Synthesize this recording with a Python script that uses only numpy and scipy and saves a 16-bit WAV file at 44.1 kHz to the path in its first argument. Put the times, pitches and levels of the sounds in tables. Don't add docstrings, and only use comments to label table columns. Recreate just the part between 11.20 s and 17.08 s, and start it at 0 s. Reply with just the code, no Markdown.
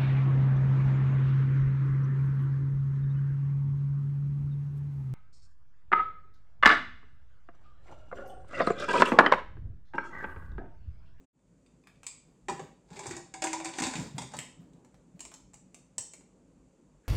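import sys
import numpy as np
from scipy import signal
from scipy.fft import rfft, irfft, next_fast_len
from scipy.io import wavfile
from scipy.ndimage import uniform_filter1d, map_coordinates

SR = 44100
rng = np.random.default_rng(int(sys.argv[2]) if len(sys.argv) > 2 else 0)


def volts(x):
    e = np.asarray(x, float) / 20
    return 10 ** e


def output_pcm(signal):
    pcm = np.clip(np.atleast_2d(signal).T, -1, 1) * 32767
    wavfile.write(sys.argv[1], SR, np.round(pcm).astype(np.int16))


N = 259308
SPLIT_HZ = 3990

# [f/Hz, relative gain/dB]
RUMBLE_COLOUR = [(21, -39), (35, -6.5), (54, -1), (70, -17), (156, -1), (191, 0), (210, -12.5), (242, -1.5),
                 (388, -12.5), (548, -12.5), (683, -21.5), (951, -23), (1500, -33), (1950, -46),
                 (3300, -120)]
# [t/s, rms level/dB]
RUMBLE_LEVEL = [(0, -61.5), (1, -63.5), (3.5, -59), (4.4, -63.5), (5.3, -61.5), (5.88, -62.5)]
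# [f/Hz, relative gain/dB]
HISS_COLOUR = [(710, -51), (1200, -12), (2620, -11.5), (2920, -14.5), (4310, -19), (4550, -13),
               (5020, -19.5), (7330, -7), (9510, -20), (16000, -52.5)]
# [t/s, blow level/dB, then knock and ring relative to it/dB]
JINGLES = [(0.191, -65.5, -3, -10), (0.4622, -56.5, -27, -3), (0.637, -69, 3, 6), (0.671, -49, 3.4, -3.5),
           (0.756, -66.5, 0, 7), (0.832, -42, -2.5, -27), (0.841, -44.5, -32, -9),
           (0.866, -21.5, -21.5, -11)]
# [f/Hz, width/Hz, level/dB]
FREE_LID_MODES = [(2245, 260, -10.5), (2570, 230, 2), (2640, 260, -7), (3570, 93, -3.5), (4680, 180, -16),
                  (5200, 230, -14.5)]
# [f/Hz, relative gain/dB]
SNAP_COLOUR = [(2060, -59), (3500, -0.5), (3880, -16), (4680, -19.5), (5570, -11.5), (7600, 2.5),
               (8590, -7.5), (10500, -33), (15700, -30), (16400, -26.5)]
# [start t/s, hold t/s, level/dB]
DRAGS = [(1.0, 0.02, -65), (1.65, 0.13, -59), (2.15, 0.27, -63)]
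# [t/s, ring level before its swell/dB, f/Hz, rumble level after it/dB]
BUMPS = [(1.29, -28, 220, -44), (1.402, -38, 175, -52), (1.712, -31.5, 180, -57), (1.871, -28, 119, -52),
         (1.905, -29, 124, -53), (2.6, -17.5, 250, -41), (2.748, -22, 193, -41), (2.783, -14, 175, -43.5),
         (2.82, -21.5, 148, -60), (2.942, -18, 147, -44.5), (2.987, -31, 169.9, -48),
         (3.138, -33, 171, -46), (3.388, -28.5, 166, -55), (3.537, -41, 148, -67), (3.942, -30, 179, -59),
         (4.79, -35, 114, -78)]
# [f/Hz, width/Hz, level/dB]
TABLE_MODES = [(61.16, 10, -6.5), (139.6, 36.8, 2), (175, 30, 2), (250, 65, -4)]
# [t/s, blow level/dB, then boom, ring and clack relative to it/dB]
CONTACTS = [(1.284, -34, 4, 9, 1), (1.296, -32.5, -29, 3, -19), (1.3178, -52, 18, 15.5, -22),
            (1.394, -43.5, 8, 12.5, -0.5), (1.708, -56.5, 6, 4, -7), (1.7666, -45, -13, -6, -1),
            (1.7914, -34, -40, -3, -9), (1.8344, -43.5, 0, 3.5, 0), (1.8569, -39.5, 3.5, 6, -3),
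            (1.8667, -30.5, -19, -26, -14), (1.9086, -33.5, 1, -14, -2.5), (1.9294, -51.5, -9.5, -25, 6),
            (1.9654, -32.5, -10, -7, -11), (2.139, -35, -14.5, -3, -4), (2.2204, -25.5, -16, -3, -2.5),
            (2.2393, -21, -14, -9, -7), (2.2694, -30.5, -7, -11, -3), (2.3297, -23.5, -14.5, -4.5, -8.5),
            (2.3993, -37.5, -5, 2, 0), (2.4453, -27, -37, -8, -16), (2.4544, -32.5, -6.5, -6, 1.5),
            (2.4894, -38.5, -17, 2, -4.5), (2.5365, -45, -26, 2.5, 4.5), (2.585, -26.5, -6.5, -5, -3.5),
            (2.5994, -27.5, -23, -16, -4), (2.6194, -23.5, -13, -5, -8), (2.6365, -25, -14, -10.5, -2.5),
            (2.6669, -27, -9.5, -4.5, -9), (2.7358, -33, -15, -0.5, -3.5), (2.7539, -31.5, -1, -15, -0.5),
            (2.9809, -28, -7, -0.5, -5), (3.0181, -34, -8, -5, -9), (3.136, -42, -24, 9.5, -4)]
# [f/Hz, width/Hz, level/dB]
WALL_MODES = [(546, 51, -7), (592.5, 75, -4.5), (846, 46, -4), (971, 58, 1), (1001, 50, 1)]
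# [f/Hz, width/Hz, level/dB]
LID_MODES = [(1580, 49, -10), (2034, 36, 1.5), (2910, 37, -1), (3570, 24, 14), (3700, 112, 11),
             (4555, 30, 10.5), (5270, 46, 11), (5200, 50, -9)]
# [f/Hz, relative gain/dB]
CRACK_COLOUR = [(1760, -43), (3000, -20.5), (3690, -8), (4040, -11.5), (4830, -2.5), (5570, -5.5),
                (7340, 2.5), (8770, -5.5), (10600, -29.5), (14700, -34.5), (16400, -54)]
# [f/Hz, relative gain/dB]
CLACK_COLOUR = [(1200, -7.5), (1500, 2), (2100, 1.5), (2600, 1.5), (3100, -5), (3600, 8), (4100, -0.5),
                (4700, 15)]
# [t/s, air f/Hz, air t60/s, main lid ring f/Hz, its t60/s]
LID_POSITION = [(1.3, 380.7, 0.064, 793.5, 0.11), (1.8, 391, 0.067, 799, 0.083),
                (1.95, 347, .05, 794, 0.07), (2.13, 322.8, 0.26, 765, 0.46), (2.3, 323, 0.3, 771, .13),
                (2.5, 325.7, 0.16, 770.3, 0.099), (2.55, 318.8, 0.054, 769.6, 0.075),
                (2.62, 318.2, 0.095, 768.7, 0.12), (2.68, 253.6, 0.22, 769, 0.22),
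                (2.74, 245.3, 0.086, 760, 0.049), (2.8, 228.2, .085, 768, 0.059),
                (3.0, 250, 0.041, 768, 0.06)]
# [start t/s, rise t/s, hold t/s, scrape level/dB, brightness relative to it/dB]
SLIDES = [(1.637, .13, .19, -46.5, -6), (2.5, 0.084, 0.082, -35.5, -3.5), (2.713, 0.073, 0.014, -39, -2),
          (3.09, 0.036, 0.016, -44.5, -4.5)]
# [t/s, blow level/dB, then knock and clack relative to it/dB]
CLICKS = [(3.1675, -33.5, -45, -7), (3.188, -27, -13.5, -4), (3.533, -60.5, -10, -5),
          (3.647, -53.5, -5.5, -25), (3.743, -64.5, 8.5, -18), (3.9932, -43, -16, -6.5),
          (4.0049, -29.5, -20.5, -14), (4.0511, -35, -13.5, -14), (4.1163, -54, 8, -26),
          (4.139, -36, -12, -15.5), (4.334, -48, -10.5, -31), (4.341, -41, -14.5, -17),
          (4.5444, -39.5, -15.5, -10), (4.781, -20, -19, -16), (4.9352, -37, -16.5, -14.5),
          (5.008, -64, 5, -27)]
# [f/Hz, t60/s]
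KITCHEN_DECAY = [(150, 0.66), (500, 0.33), (1500, 0.41), (4000, 0.47), (8000, 0.39), (14000, 0.26)]
# [f/Hz, gain/dB]
ECHO_COLOUR = [(100, -12.5), (400, 1.5), (1200, -2), (4000, -1.5), (9000, -1.5)]


def unit(x):
    return x / np.sqrt(np.mean(x ** 2) + 1e-20)


def along(points, hz):
    f, v = np.transpose(points)
    return np.interp(np.log(hz + 1), np.log(f + 1), v)


def curves(rows):
    s, *cols = np.transpose(rows)
    return [np.interp(np.arange(N) / SR, s, c) for c in cols]


def filtered(x, response):
    m = 2 * next_fast_len(N // 2 + SR // 4)
    return irfft(rfft(x, m) * response(np.fft.rfftfreq(m, 1 / SR)), m)[..., :N]


def causal(gain):
    cep = irfft(np.log(gain + 1e-6))
    cep[1:len(cep) // 2] *= 2
    cep[len(cep) // 2 + 1:] = 0
    response = np.exp(rfft(cep))
    return response / np.sqrt(np.mean(np.abs(response) ** 2))


def modes(table, hz):
    total = 0
    for k, (centre, width, db) in enumerate(table):
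        damping = 1j * hz * width
        total = total + (-1) ** k * volts(db) * damping / (centre * centre - hz * hz + damping)
    return total / np.sqrt(np.mean(np.abs(total) ** 2))


def chatter(length, rise, spike):
    t = np.arange(SR // 10) / SR
    shape = np.exp(-t / length) * (1 - np.exp(-t / rise))
    force = rng.standard_normal(len(t)) * shape
    force *= np.linalg.norm(shape) / np.linalg.norm(force)
    force[int(rise * SR)] += spike
    return force


def clack(force, hz, width):
    b, a = signal.iirpeak(hz, 1 / width, SR)
    return signal.lfilter(b, a, force) / np.sqrt(width * hz / SR)


def spot(hz):
    return hz * np.exp(np.clip(0.21 * rng.standard_normal(), -.7, .7))


def snap(force):
    return filtered(force, lambda hz: causal(volts(along(SNAP_COLOUR, hz)) / (1 + (SPLIT_HZ / (hz + 1)) ** 8)))


def stroke(start, hold, db, rise, t60):
    t = np.arange(N) / SR - start
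    release = volts(db - 60 * np.clip(t - rise - hold, 0, 2) / t60)
    return release * np.clip(t / rise, 0, 1) ** 2


def room_noise():
    z = signal.stft(rng.standard_normal(N), nperseg=1024)[2]
    patches = uniform_filter1d(uniform_filter1d(rng.standard_normal(z.shape), 6, 0), 8, 1)
    noise = signal.istft(z * volts(2.1 * unit(patches)), nperseg=1024)[1][:N]
    level_db, = curves(RUMBLE_LEVEL)
    rumble = unit(filtered(noise, lambda hz: volts(along(RUMBLE_COLOUR, hz)) * (hz < 2500)))
    white = rng.standard_normal(N)
    hiss = unit(filtered(white, lambda hz: volts(along(HISS_COLOUR, hz)) * (hz > 700)))
    return volts(level_db) * rumble + volts(-79) * hiss


def jingles():
    knock, ring, tick = np.zeros((3, N + SR))
    for s, db, knock_db, ring_db in JINGLES:
        force = volts(db) * chatter(length=0.0026, rise=0.0004, spike=2.6)
        span = slice(round(s * SR), round(s * SR) + len(force))
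        knock[span] += volts(knock_db) * clack(force, 1120, width=0.65)
        ring[span] += volts(ring_db) * force
        tick[span] += force
    free_lid = filtered(ring[:N], lambda hz: modes(FREE_LID_MODES, hz))
    free_lid = free_lid + 0.23 * clack(ring[:N], 2700, width=0.85)
    return volts(-6.0) * knock[:N] + volts(1.0) * free_lid + volts(-7.5) * snap(tick[:N])


def table():
    bumps, t = np.zeros(N + SR), np.arange(SR // 2) / SR
    swell = 1 - np.exp(-(t / 0.01) ** 2)
    for s, db, hz, _ in BUMPS:
        ring = volts(db - 60 * t / 0.056) * swell * np.sin(2 * np.pi * hz * t)
        bumps[round(s * SR):][:len(t)] += ring
    stir = sum(stroke(s, 0, db, rise=0.021, t60=0.37) for s, _, _, db in BUMPS)
    stir = stir + sum(stroke(*row, rise=0.083, t60=0.82) for row in DRAGS)
    rumble = unit(filtered(rng.standard_normal(N), lambda hz: modes(TABLE_MODES, hz)))
    return bumps[:N] + stir * rumble


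def contacts():
    rows = np.zeros((5, N + SR))
    for s, db, boom_db, ring_db, clack_db in CONTACTS:
        start = round(s * SR)
        force = chatter(length=0.0057, rise=0.00055, spike=2.1)
        pitched = clack(force, spot(2060), width=0.64) + 1.72 * force
        levels = volts(db + np.c_[[ring_db, clack_db, 0]])
        rows[2:, start:start + len(force)] += levels * [force, pitched, force]
        rows[:2, start] += volts(db + np.array([boom_db, ring_db]))
    return rows[:, :N]


def scrape():
    gains = [stroke(s, hold, db, rise, t60=0.29) for s, rise, hold, db, _ in SLIDES]
    size = volts(3 * np.minimum(rng.exponential(size=N), 3))
    grains = rng.standard_normal(N) * size * (rng.random(N) < .08)
    hard_ticks = 14 * rng.standard_normal(N) * (rng.random(N) < 90 / SR)
    grains = unit(grains) + hard_ticks
    waver = map_coordinates(rng.standard_normal(N // 400 + 4), [np.arange(N) / 400])
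    grains = unit(grains * volts(2.5 * waver))
    rub = sum(gains) * grains
    bright = sum(gain * volts(row[4]) for gain, row in zip(gains, SLIDES)) * grains
    body = volts(4) * rub
    return np.array([volts(-33.5) * body, volts(-30.5) * body, volts(-14) * body, volts(1.1) * rub, volts(-4) * bright])


def swing(force, hz, t60):
    step = 16
    push = force[:N // step * step].reshape(-1, step).sum(1)
    keep = volts(-60 * step / SR / np.clip(t60[::step], .02, 2))
    size = np.zeros(len(push))
    for i in range(1, len(push)):
        size[i] = keep[i] * size[i - 1] + push[i]
    size = uniform_filter1d(size, size=9, origin=4)
    size = np.interp(np.arange(N), np.arange(len(size)) * step, size)
    return size * np.sin(2 * np.pi * np.cumsum(hz) / SR)


def pot():
    boom, bell, ring, mid, tick = contacts() + scrape()
    air_hz, air_t60, bell_hz, bell_t60 = curves(LID_POSITION)

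    def low(hz):
        return 1 / (1 + (hz / SPLIT_HZ) ** 8)

    def wall_response(hz):
        return modes(WALL_MODES, hz) + 0.59 * causal(low(hz * 2.686) * (1 - low(hz * 12)))

    def clack_response(hz):
        return causal(volts(along(CLACK_COLOUR, hz)) * low(hz) * (1 - low(hz * 4)))

    wall = volts(-3.5) * filtered(ring, wall_response)
    mids = volts(-15.5) * filtered(mid, clack_response)
    tops = volts(-5.5) * filtered(tick, lambda hz: causal(volts(along(CRACK_COLOUR, hz)) * (1 - low(hz))))
    lid = volts(-22.5) * filtered(mid + 0.25 * tick, lambda hz: modes(LID_MODES, hz))
    tones = swing(boom, air_hz, air_t60) + volts(-8) * swing(bell, bell_hz, bell_t60)
    return tones, wall + mids + tops + lid


def handles():
    low, top = np.zeros((2, N + SR))
    for s, db, knock_db, clack_db in CLICKS:
        force = volts(db) * chatter(length=0.0036, rise=0.00071, spike=3.9)
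        span = slice(round(s * SR), round(s * SR) + len(force))
        pitched = clack(force, spot(2520), width=0.2) + 0.71 * clack(force, 2090, width=0.3)
        low[span] += volts(knock_db - 4.0) * clack(force, 880, width=0.54)
        low[span] += volts(clack_db - 11.5) * pitched
        top[span] += force
    skin = unit(clack(rng.standard_normal(N), 1630, width=0.11))
    brush = stroke(5.825, hold=0, db=-70.5, rise=0.025, t60=.3) * skin
    return low[:N] + volts(-5.0) * snap(top[:N]) + brush


def kitchen(x):
    out, hop = np.zeros(N + 2 * SR), SR // 8
    for start in range(0, N, hop):
        hz, t, z = signal.stft(rng.standard_normal(SR // 2), SR, nperseg=256)
        room = volts(-60 * t / along(KITCHEN_DECAY, hz)[:, None])
        nearby = 0.4 * volts(-60 * t / 0.059)
        tail = signal.istft(z * (room + nearby), SR, nperseg=256)[1]
        answer = signal.fftconvolve(x[start:start + hop], tail / np.linalg.norm(tail))
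        out[start + 130:][:len(answer)] += answer
    return out[:N]


def level_cut():
    cut_s, fade_s, back_s = 0.059, 0.012, 0.13
    dip_s, dip_length_s, dip_db = 2.6125, 0.0081, -9
    slow_share = 0.78
    t = np.arange(N) / SR
    after = np.clip(t - back_s, 0, None)
    back = 1 - slow_share * np.exp(-after / 0.14) - (1 - slow_share) * np.exp(-after / 0.012)
    in_dip = 1. * (abs(t - dip_s - dip_length_s / 2) < dip_length_s / 2)
    dip = volts(dip_db * uniform_filter1d(in_dip, size=40))
    return np.clip((cut_s - t) / fade_s, 0, 1) ** 2 + back * dip


def scene():
    tones, cracks = pot()
    wood = table()
    near = cracks + jingles() + handles()
    echo = kitchen(near + volts(-5) * tones + volts(-6.0) * wood)
    echo = filtered(echo, lambda hz: volts(along(ECHO_COLOUR, hz)))
    return (near + tones + wood + echo + room_noise())[None]


def roll_off(x):
    return signal.sosfilt(signal.butter(12, 16000, fs=SR, output="sos"), x)


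def record(dry):
    finished = dry * level_cut()
    return roll_off(finished)


dry = scene()
out = record(dry)
output_pcm(out)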